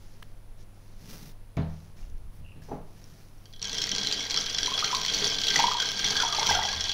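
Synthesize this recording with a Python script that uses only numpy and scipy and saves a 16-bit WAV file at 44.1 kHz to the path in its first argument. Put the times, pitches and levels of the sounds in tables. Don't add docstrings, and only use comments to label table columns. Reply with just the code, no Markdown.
import sys
import numpy as np
from scipy import signal
from scipy.fft import rfft, irfft, next_fast_len
from scipy.io import wavfile
from scipy.ndimage import uniform_filter1d

SR = 44100
rng = np.random.default_rng(int(sys.argv[2]) if len(sys.argv) > 2 else 0)


def dump(signal):
    limited = np.clip(np.atleast_2d(signal).T, -1, 1)
    pcm = np.round(limited * 32767).astype(np.int16)
    wavfile.write(sys.argv[1], SR, pcm)


N = 305613

# start in seconds, level in dB, pitch of the piece in Hz,
# share into the glass wall in dB, share of the sharp edge in dB.
ICE_KNOCKS = [(3.456, -35, 4600, -13, -25), (3.5273, -41, 4260, -15, -29), (3.5352, -41, 4970, -3, -9),
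              (3.5618, -40, 4160, -7, -24), (3.5945, -36, 4250, -7, -15), (3.6174, -21, 4260, -19, -28),
              (3.6263, -14, 5600, -25, -36), (3.6436, -17, 4400, -12, -35), (3.653, -20, 5630, -12, -32),
              (3.6722, -20.5, 6150, -18, -31), (3.6948, -16.5, 4240, -18, -30),
              (3.717, -22, 4130, -15, -22), (3.7302, -16, 5950, -14, -25), (3.7504, -21, 6040, -10, -30),
              (3.7694, -23, 4080, -10, -30), (3.7824, -14.5, 5570, -12.5, -33),
              (3.803, -21, 4200, -14, -23), (3.8173, -14.5, 4130, -14, -28),
              (3.8395, -11.5, 5400, -23, -31), (3.869, -14.5, 4120, -26, -24), (3.892, -14, 6060, -29, -24),
              (3.916, -12.5, 5500, -10.5, -34), (3.9499, -13, 4230, -21, -26),
              (3.9624, -14.5, 4800, -27, -30), (3.9824, -12, 4230, -11, -30), (4.013, -22.5, 4230, -5, -32),
              (4.0316, -16.5, 5200, -8, -35), (4.047, -18.5, 4130, -8, -20), (4.0647, -16, 4200, -27, -27),
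              (4.071, -8, 4130, -25, -33), (4.0924, -23, 4080, -20, -26), (4.1133, -14, 3980, -26, -27),
              (4.125, -11, 4040, -14, -32), (4.178, -22, 5600, -23, -31), (4.1959, -17.5, 5860, -27, -32),
              (4.206, -16.5, 5500, -18, -38), (4.226, -25, 4800, -18, -35), (4.2523, -23, 4660, -8, -28),
              (4.2992, -15.5, 5530, -18, -24), (4.3078, -13.5, 4130, -14, -25),
              (4.343, -11, 4180, -15, -30), (4.362, -20.5, 4660, -1, -26), (4.374, -9, 5370, -13.5, -29),
              (4.4029, -17.5, 5880, -20, -32), (4.4644, -18, 4100, -10, -38), (4.4984, -14, 4840, -21, -28),
              (4.5466, -18.5, 5100, -5, -39), (4.584, -12, 4900, -7.5, -33), (4.6309, -10, 5770, -14, -39),
              (4.6594, -13.5, 4000, -12, -29), (4.7024, -21, 4700, -20, -27), (4.7393, -18, 4200, -26, -29),
              (4.777, -20, 4100, -5, -34), (4.791, -14, 5100, -13, -31), (4.8431, -14.5, 4030, -10, -28),
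              (4.8784, -20.5, 4030, -9, -33), (4.9137, -19, 5300, -8, -32), (4.948, -8.5, 4480, -15, -32),
              (5.032, -19.5, 5700, -26, -33), (5.0494, -14, 4570, -31, -33), (5.0813, -15, 4600, -10, -24),
              (5.0986, -17, 4600, -9, -34), (5.1238, -25, 3980, -6, -30), (5.1365, -13, 4700, -13, -23),
              (5.1783, -18, 4300, -12, -30), (5.2043, -21, 4210, -9, -27), (5.243, -10, 4480, -15, -28),
              (5.2774, -16, 5540, -15, -28), (5.3, -18.5, 5330, -29, -30), (5.3445, -20, 4610, -10, -29),
              (5.385, -14, 4150, -9.5, -33), (5.4171, -17.5, 4620, -11, -27),
              (5.436, -15.5, 4080, -11, -28), (5.469, -12, 3900, -14, -34), (5.4829, -17, 4370, -3, -32),
              (5.5028, -16.5, 5150, -4, -30), (5.5345, -20, 4400, -10, -29), (5.541, -17, 4100, -8, -24),
              (5.5582, -10.5, 5960, -6.5, -23), (5.5902, -12.5, 5840, -10, -27),
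              (5.6023, -17, 4030, -8, -30), (5.6228, -14.5, 4130, -10, -25), (5.668, -18.5, 4380, -4, -31),
              (5.6846, -24, 4220, -11, -29), (5.719, -15.5, 4250, -10, -26),
              (5.7426, -16.5, 4100, -18, -29), (5.769, -16, 3970, -18, -32), (5.7825, -24, 4020, -4, -29),
              (5.7997, -13, 4800, -7.5, -27), (5.8204, -18, 3950, -10.5, -32),
              (5.8553, -16.5, 4400, -9, -25), (5.8882, -18, 4300, -7, -29), (5.973, -22, 5450, -5, -43),
              (5.9924, -16, 5400, -5, -40), (6.0437, -11, 5700, -18, -17), (6.0753, -18, 4230, -17, -32),
              (6.1056, -14, 4680, -9.5, -34), (6.1539, -20, 4130, -10, -33),
              (6.1674, -13.5, 4550, -10, -27), (6.2015, -13.5, 4950, -19, -33),
              (6.2216, -16, 6000, -8, -28), (6.2846, -21, 4690, -14, -29), (6.325, -17, 4500, -5, -29),
              (6.348, -14.5, 4230, -11, -30), (6.3754, -23, 4400, -19, -40),
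              (6.3954, -13, 4600, -15.5, -20), (6.4288, -19.5, 4590, -2, -22), (6.4635, -19, 5130, -9, -20),
              (6.4755, -16, 5970, -14, -29), (6.4897, -18, 5900, -12, -25), (6.5073, -22, 4800, -23, -31),
              (6.5495, -9.5, 6060, -33, -28), (6.63, -15, 5600, -24, -37), (6.6518, -16, 4730, -14, -35),
              (6.6877, -16, 4750, -15, -33), (6.7147, -20.5, 4230, -14, -32),
              (6.7283, -17.5, 4610, -9.5, -31), (6.762, -20, 5340, -11, -32),
              (6.798, -22.5, 4330, -4.5, -27), (6.8079, -13.5, 5430, -19, -35),
              (6.8402, -19, 5770, -7, -24), (6.8529, -17, 4600, -8, -39), (6.8826, -19, 4160, -12, -23),
              (6.8935, -15.5, 4390, -7.5, -30), (6.9164, -16, 4350, -12, -32)]
# time in seconds, small rattle in dB, push of the glass on the table in dB,
# small bubbles in dB.
STIRRING = [(3.61, -46.5, -54, -55), (3.82, -34.5, -44.5, -49), (3.9, -39, -52, -57),
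            (3.92, -40, -42.5, -50), (4.22, -35.5, -48, -50), (4.27, -35, -51, -52),
            (4.38, -36.5, -44, -45), (4.45, -34.5, -51.5, -55.5), (4.64, -34, -46.5, -49),
            (4.81, -31.5, -49.5, -46.5), (5.09, -32, -49, -49), (5.22, -27.5, -39, -42),
            (5.38, -33.5, -48, -50.5), (5.53, -31, -45.5, -46), (5.55, -29.5, -38, -35),
            (5.68, -32, -44, -53), (5.78, -39, -57, -45.5), (5.81, -34, -48, -46.5), (5.99, -30, -51, -50),
            (6.07, -29, -43, -43), (6.32, -31.5, -50, -44), (6.5, -27.5, -42, -38), (6.68, -34, -50.5, -43),
            (6.93, -37.5, -53, -49)]
# centre pitch in Hz, level in dB, t60 in seconds.
GLASS_MODES = [(1593, -13.5, 0.08), (1950, -10, 0.02), (2183, -15.5, 0.037), (3120, -11, 0.16),
               (3206, -21.5, 0.013), (3311, -4.5, 0.081), (3377, -1, 0.028), (4040, -8.5, 0.042),
               (4170, -1, 0.0089), (4400, -3, 0.023), (4712, -4.5, 0.024), (5307, -5, 0.019),
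               (5600, -7, 0.023), (5790, -1.5, 0.019), (6126, 0.5, 0.0056)]
GLASS_WANDER = 0.013


def amp(db):
    return 10 ** (np.asarray(db) / 20)


def rms_one(x):
    return x / np.sqrt(np.mean(x ** 2) + 1e-20)


def in_time(rows):
    s, *columns = np.transpose(rows)
    return [np.interp(np.arange(N) / SR, s, c) for c in columns]


def while_on(rows):
    t = np.arange(N) / SR
    gate = 1. * (t >= rows[0][0]) * (t <= rows[-1][0])
    return uniform_filter1d(gate, size=800, mode="nearest")


def swell(*times_s):
    ramp = np.interp(np.arange(N) / SR, np.sort(times_s), [0, 1, 1, 0])
    return np.sin(np.pi / 2 * ramp) ** 2


def butter(x, hz, kind, order=2):
    return signal.sosfilt(signal.butter(order, hz, kind, fs=SR, output="sos"), x)


def coloured(x, spectrum):
    size = next_fast_len(N)
    hz = np.arange(size // 2 + 1) * SR / size + 1
    at_hz, db = np.transpose(spectrum)
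    gain = amp(np.interp(np.log(hz), np.log(at_hz), db))
    return rms_one(irfft(rfft(x, size) * gain, size)[:N])


def add(out, s, sound):
    i = round(s * SR)
    out[i:i + len(sound)] += sound[:N - i]


def ping(hz, t60_s, rise_oct_per_s=0., attack_s=0.0001):
    t60_s = max(t60_s, .002)
    t = np.arange(int(t60_s * SR)) / SR
    phase = 2 * np.pi * np.cumsum(hz * 2 ** (rise_oct_per_s * t)) / SR
    return (1 - np.exp(-t / attack_s)) * amp(-60 * t / t60_s) * np.sin(phase)


def ring(clicks, hz, t60_s):
    r = amp(-60 / (max(t60_s, .001) * SR))
    w = 2 * np.pi * hz / SR
    return signal.lfilter([0, np.sin(w)], [1, -2 * r * np.cos(w), r * r], clicks + 1e-18)


def grains(per_s, spread_db):
    sizes = amp(spread_db * np.minimum(rng.exponential(1, N), 5)) * rng.choice([-1, 1], N)
    return sizes * (rng.random(N) < per_s / SR)


def dealt_rings(per_s, spread_db, modes):
    clicks = grains(per_s, spread_db)
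    dealt = rng.integers(0, len(modes), N)
    return rms_one(sum(amp(db) * ring(clicks * (dealt == k), hz, t60_s)
                       for k, (hz, db, t60_s) in enumerate(modes)))


def sines(t, rows, waver_db=0.):
    return sum(amp(db + waver_db) * np.sqrt(2) * np.sin(2 * np.pi * hz * t) for hz, db in rows)


def background():
    # frequency in Hz, density in dB per Hz (relative).
    air_spectrum = [(40, 0.5), (64, -16), (112, -15.5), (147, -13), (320, -18.5), (700, -23), (1630, -31),
                    (5700, -39), (7500, -42.5), (11000, -42), (16000, -42)]
    # frequency in Hz, mean level in dB.
    hum_tones = [(100, -55.5), (140, -69), (200, -72.5)]
    # frequency in Hz, level in dB.
    whine_tones = [(9814, -91), (9873, -74)]
    # start, full, fading and end in seconds, level in dB.
    rumble_swell = (1.99, 2.04, 2.24, 2.34, -38)
    air_db, rumble_db, rumble_waver_db, hum_waver_db = -53, -45.5, 1.5, 1.3
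    whine_ends_s = 3.62
    t = np.arange(N) / SR
    air = amp(air_db) * coloured(rng.standard_normal(N), air_spectrum)
    waver, drift = (rms_one(butter(rng.standard_normal(N), [.5, 5], "band", order=1)) for _ in range(2))
    hum = sines(t, hum_tones, hum_waver_db * waver)
    level = amp(rumble_db + rumble_waver_db * drift)
    surge = amp(rumble_swell[4]) * swell(*rumble_swell[:4])
    low = rng.standard_normal(N)
    rumble = level * rms_one(butter(low, [7, 24], "band"))
    rumble = rumble + surge * rms_one(butter(low, [12, 36], "band"))
    whine = sines(t, whine_tones) * while_on([[0], [whine_ends_s]])
    return air + hum + rumble + whine


def rustle():
    # frequency in Hz, density in dB per Hz (relative).
    cloth_spectrum = [(88, -16), (150, 7), (368, -11), (1030, -19.5), (1820, -17.5), (3260, -20),
                      (5930, -14.5), (8000, -25.5), (10400, -67), (17600, -120)]
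    # start, full, fading and end in seconds, level in dB,
    # added treble of cloth close by in dB.
    movements = [(-.1, 0, .03, .55, -59, -14), (.55, .61, .625, .65, -58, -16),
                 (.62, .9, 1.05, 1.15, -62, -14), (.95, 1.12, 1.13, 1.2, -52, -8),
                 (1.07, 1.11, 1.26, 1.36, -49, -8), (1.62, 1.73, 1.8, 2.0, -59, -14),
                 (1.95, 1.98, 2.0, 2.16, -57, -15), (2.31, 2.345, 2.38, 2.42, -62, -4),
                 (2.612, 2.625, 2.65, 2.85, -56, -11), (2.75, 3.05, 3.15, 3.42, -57, -10),
                 (3.25, 3.45, 3.57, 3.62, -62, -7)]
    fibres = rms_one(grains(1500, 2.0)) + 0.58 * rng.standard_normal(N)
    body = coloured(fibres, cloth_spectrum)
    bright = rms_one(butter(fibres, 7700, "high", order=3))
    return sum(amp(db) * swell(*times_s) * (body + amp(treble_db) * bright)
               for *times_s, db, treble_db in movements)


def dry_clicks(rows, noise_share, noise_t60_s):
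    out = np.zeros(N)
    for s, db, hz, t60_s in rows:
        tone = ping(hz, t60_s)
        t = np.arange(len(tone)) / SR
        crack = rng.standard_normal(len(tone)) * amp(-60 * t / noise_t60_s)
        add(out, s, amp(db) * (tone + noise_share * crack))
    return out


def cap():
    # start in seconds, level in dB, pitch in Hz, t60 in seconds.
    cap_snaps = [(0.2254, -34.5, 1240, .008), (0.2274, -37.5, 1710, 0.012), (0.2286, -33, 3080, 0.0054)]
    return dry_clicks(cap_snaps, noise_share=0.34, noise_t60_s=0.0038)


def bottle():
    # start in seconds, level in dB, pitch in Hz, t60 in seconds.
    small_clicks = [(.745, -56, 5000, .01), (1.569, -38, 2280, 0.033), (1.569, -45, 4950, .008),
                    (1.62, -50, 4120, .04), (1.99, -53, 2400, .02), (2.03, -59, 2800, 0.065),
                    (2.099, -49, 6000, .005), (2.18, -56, 5460, 0.0059), (1.575, -67, 6500, 0.39),
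                    (2.62, -51, 1700, 0.04), (2.622, -59, 5450, .03), (2.691, -66, 5990, 0.37),
                    (3.041, -42, 5600, 0.0075), (3.285, -51, 5040, 0.0063), (3.381, -55, 5630, 0.022)]
    # time in seconds, pitch in Hz, level in dB.
    squeak_curve = [(2.42, 2750, -74), (2.486, 2750, -56), (2.56, 2610, -71), (2.62, 2590, -81)]
    clicks = dry_clicks(small_clicks, noise_share=.5, noise_t60_s=0.024)
    hz, db = in_time(squeak_curve)
    slips = rms_one(butter(grains(310, 1.9), 170, "low"))
    carrier = np.sqrt(2) * np.sin(2 * np.pi * np.cumsum(hz) / SR)
    return clicks + amp(db) * while_on(squeak_curve) * slips * carrier


def table(push_db):
    # frequency in Hz, level in dB under a blow, t60 in seconds of a blow, level in dB under the glass.
    top_modes = [(81.5, -2.5, 0.72, -20), (128.7, 5, 0.19, -2), (157.7, 0.5, 0.62, -7),
                 (199, -7, 0.56, -2.5), (248, -3, 0.25, -6.5), (291.4, -7.5, 0.28, -2.5),
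                 (410, -10, 0.19, -1.5), (448, -7, 0.071, 8), (680, -14, 0.08, -20), (840, -13, 0.055, -20)]
    # centre in Hz, level in dB, t60 in seconds.
    upper_bands = [(337, -19, 0.49), (630, -4, 0.37), (1400, -14.5, 0.22), (2800, -27.5, 0.31),
                   (5600, -57, .2)]
    # start in seconds, level in dB, brightness in dB per octave,
    # rattle of upper modes in dB, its brightness in dB per octave.
    blows = [(1.57, -24, 0, -8, 5), (2.389, -49.5, -11.5, -16, 0), (2.558, -46, 1, -13, 9.5),
             (2.685, -47.5, 7, 3, -10), (2.713, -36.5, 9.5, 0, -3.5), (6.49, -42, -12, -15, 0),
             (6.752, -50.5, -18, -12, -9)]
    out, t = np.zeros(N), np.arange(SR) / SR
    for s, db, bright_db, tail_db, tail_bright_db in blows:
        modes = sum(amp(level_db + bright_db * np.log2(hz / 160) - 60 * t / t60_s) * np.sin(2 * np.pi * hz * t)
                    for hz, level_db, t60_s, _ in top_modes)
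        noise = rng.standard_normal((len(upper_bands), SR))
        tail = 0
        for own, (hz, level_db, t60_s) in zip(noise, upper_bands):
            band = rms_one(butter(own, [hz / np.sqrt(2), hz * np.sqrt(2)], "band"))
            tail = tail + amp(level_db + tail_bright_db * np.log2(hz / 700) - 60 * t / t60_s) * band
        attack = 1 - np.exp(-t / 0.0032)
        add(out, s, amp(db) * (modes + amp(tail_db) * tail) * attack)
    glass_modes = [(hz, glass_db, 0.67 * t60_s) for hz, _, t60_s, glass_db in top_modes[1:8]]
    jostle = dealt_rings(1200, 2.5, glass_modes)
    return out + amp(push_db) * jostle * while_on(STIRRING)


def knocks():
    uneven_db = 3
    out, t = np.zeros(N), np.arange(SR // 10) / SR
    mode_hz, mode_db, t60_s = np.transpose(GLASS_MODES)[:, :, None]
    luck = rng.normal(0, 1, (len(ICE_KNOCKS), len(GLASS_MODES), 2))
    crack = rng.standard_normal((len(ICE_KNOCKS), 400))
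    body = butter(crack, [2500, 7000], "band") * amp(-60 * t[:400] / 0.009)
    edge = butter(crack, [7500, 15500], "band") * amp(-60 * t[:400] / .006)
    attack = 1 - np.exp(-t / 0.00094)
    for k, (s, db, hz, wall_db, edge_db) in enumerate(ICE_KNOCKS):
        strength = amp(mode_db + uneven_db * luck[k, :, :1] - 60 * t / t60_s) * attack
        shifted_hz = mode_hz * (1 + GLASS_WANDER * luck[k, :, 1:])
        wall = np.sum(strength * np.sin(2 * np.pi * shifted_hz * t), axis=0)
        add(out, s, amp(db + wall_db) * wall)
        add(out, s, amp(db - 7.5) * ping(hz, 0.018))
        add(out, s, amp(db - 3.0) * body[k] + amp(db + edge_db) * edge[k])
    return out


def shaken_up():
    surge_t60_s, steady_share = 0.21, 1
    jolts, r = np.zeros(N), amp(-60 / (surge_t60_s * SR))
    rows = np.array(ICE_KNOCKS)
    jolts[(rows[:, 0] * SR).astype(int)] = amp(rows[:, 1])
    surge = signal.lfilter([1], [1, -r], jolts)
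    stirring = slice(int(STIRRING[0][0] * SR), N)
    lively = steady_share + surge / surge[stirring].mean()
    return lively / np.sqrt(np.mean(lively[stirring] ** 2))


def rattle(level_db):
    # pitch in Hz, level in dB, t60 in seconds before halving.
    high_rings = [(7400, 7, 0.0073), (8750, -4, 0.0082), (9220, 5, 0.016), (10360, 4.5, 0.011),
                  (11100, 4, 0.0046), (12600, 6, 0.0054), (13400, -6, .004), (14600, -25, 0.0026)]
    wall_modes = [(hz * (1 + GLASS_WANDER * side), db, t60_s)
                  for hz, db, t60_s in GLASS_MODES for side in (-1, 1)]
    wall = dealt_rings(2500, 3.8, wall_modes)
    ice = dealt_rings(1600, 4.5, [(hz, 0, 16.0 / hz) for hz in np.geomspace(2100, 7000, 12)])
    ticks = dealt_rings(1800, 3.0, [(hz, db, .5 * t60_s) for hz, db, t60_s in high_rings])
    touches = grains(320, 4.7)
    sharp = rms_one(butter(touches, [2900, 6800], "band"))
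    sharp = sharp + amp(-6) * rms_one(butter(touches, 6600, "high"))
    mix = wall + amp(-9.5) * ice + amp(-15) * ticks + amp(-7) * sharp
    return amp(level_db) * shaken_up() * mix * while_on(STIRRING)


def bubbles(small_db):
    # start in seconds, level in dB, starting pitch in Hz, t60 in seconds.
    air_bubbles = [(4.373, -23.5, 1305, 0.025), (4.679, -23.5, 980, 0.049), (4.717, -27, 1050, 0.073),
                   (4.777, -33, 1255, 0.063), (4.825, -17.5, 1225, 0.032), (4.835, -26.5, 1353, 0.064),
                   (4.903, -23.5, 1240, 0.028), (4.929, -19.5, 979, 0.081), (4.942, -20.5, 1062, 0.059),
                   (5.559, -7.5, 1950, 0.023), (5.592, -13.5, 851, 0.068), (5.602, -9, 890, 0.031),
                   (5.64, -10, 945, 0.06), (5.661, -16, 930, 0.05), (5.681, -14, 988, 0.034),
                   (5.715, -12, 1176, 0.015), (5.749, -26.5, 938, 0.15), (5.799, -26.5, 1518, 0.078),
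                   (5.824, -24, 1480, 0.03), (6.154, -30.5, 1570, .08), (6.176, -26.5, 1592, 0.18),
                   (6.201, -18, 1450, 0.04), (6.215, -24, 1320, 0.057), (6.233, -17, 944, 0.05),
                   (6.235, -28, 717, 0.073), (6.249, -17.5, 925, 0.034), (6.289, -30.5, 1217, 0.13),
                   (6.326, -27, 1155, 0.13), (6.344, -29, 900, .06), (6.385, -17, 840, 0.042),
                   (6.412, -23.5, 895, 0.083), (6.429, -19, 1000, 0.035), (6.49, -14.5, 926, 0.036),
                   (6.495, -18.5, 1550, 0.038), (6.509, -12.5, 837, .035), (6.513, -21.5, 1985, .055),
                   (6.55, -24, 740, 0.1), (6.551, -20, 1400, 0.036), (6.569, -20.5, 746, 0.082),
                   (6.591, -11.5, 865, 0.023), (6.622, -21.5, 1950, 0.029), (6.624, -25, 906, .043),
                   (6.65, -23, 824, .05), (6.679, -30, 1586, 0.13), (6.731, -28, 1070, .037)]
    out = np.zeros(N)
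    for s, db, hz, t60_s in air_bubbles:
        add(out, s, amp(db) * ping(hz, t60_s, rise_oct_per_s=3.4, attack_s=0.001))
    small = dealt_rings(700, 2.2, [(hz, 0, 30.0 / hz) for hz in np.geomspace(650, 1700, 14)])
    return out + amp(small_db) * small * while_on(STIRRING)


def room(x):
    # centre in Hz, t60 in seconds.
    room_bands = [(600, 0.42), (2400, 0.47), (9600, 0.17)]
    first_echo_s = 0.0057
    t = np.arange(SR // 2) / SR
    noise = rng.standard_normal((len(room_bands), SR // 2))
    tail = sum(butter(own, [hz / 2, hz * 2], "band") * amp(-60 * t / t60_s)
               for own, (hz, t60_s) in zip(noise, room_bands))
    tail = tail * np.clip(t / first_echo_s - 1, 0, 1)
    return signal.fftconvolve(x, tail / np.sqrt(np.sum(tail ** 2)))[:N]


def scene():
    room_db, shelf_hz, shelf_db = -10.5, 6500, -9
    rattle_db, push_db, small_db = in_time(STIRRING)
    top = knocks() + rattle(rattle_db) + bubbles(small_db) + table(push_db) + bottle()
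    top = top + amp(room_db) * room(top)
    treble = butter(top, shelf_hz, "high", order=2)
    top = butter(top, shelf_hz, "low", order=6) + amp(shelf_db) * treble
    return (top + cap() + rustle() + background())[None]


def record(dry):
    cutoff_hz, ripple_db, stop_db = 15750, .5, 85
    return signal.sosfilt(signal.ellip(16, ripple_db, stop_db, cutoff_hz, fs=SR, output="sos"), dry)


dry = scene()
out = record(dry)
dump(out)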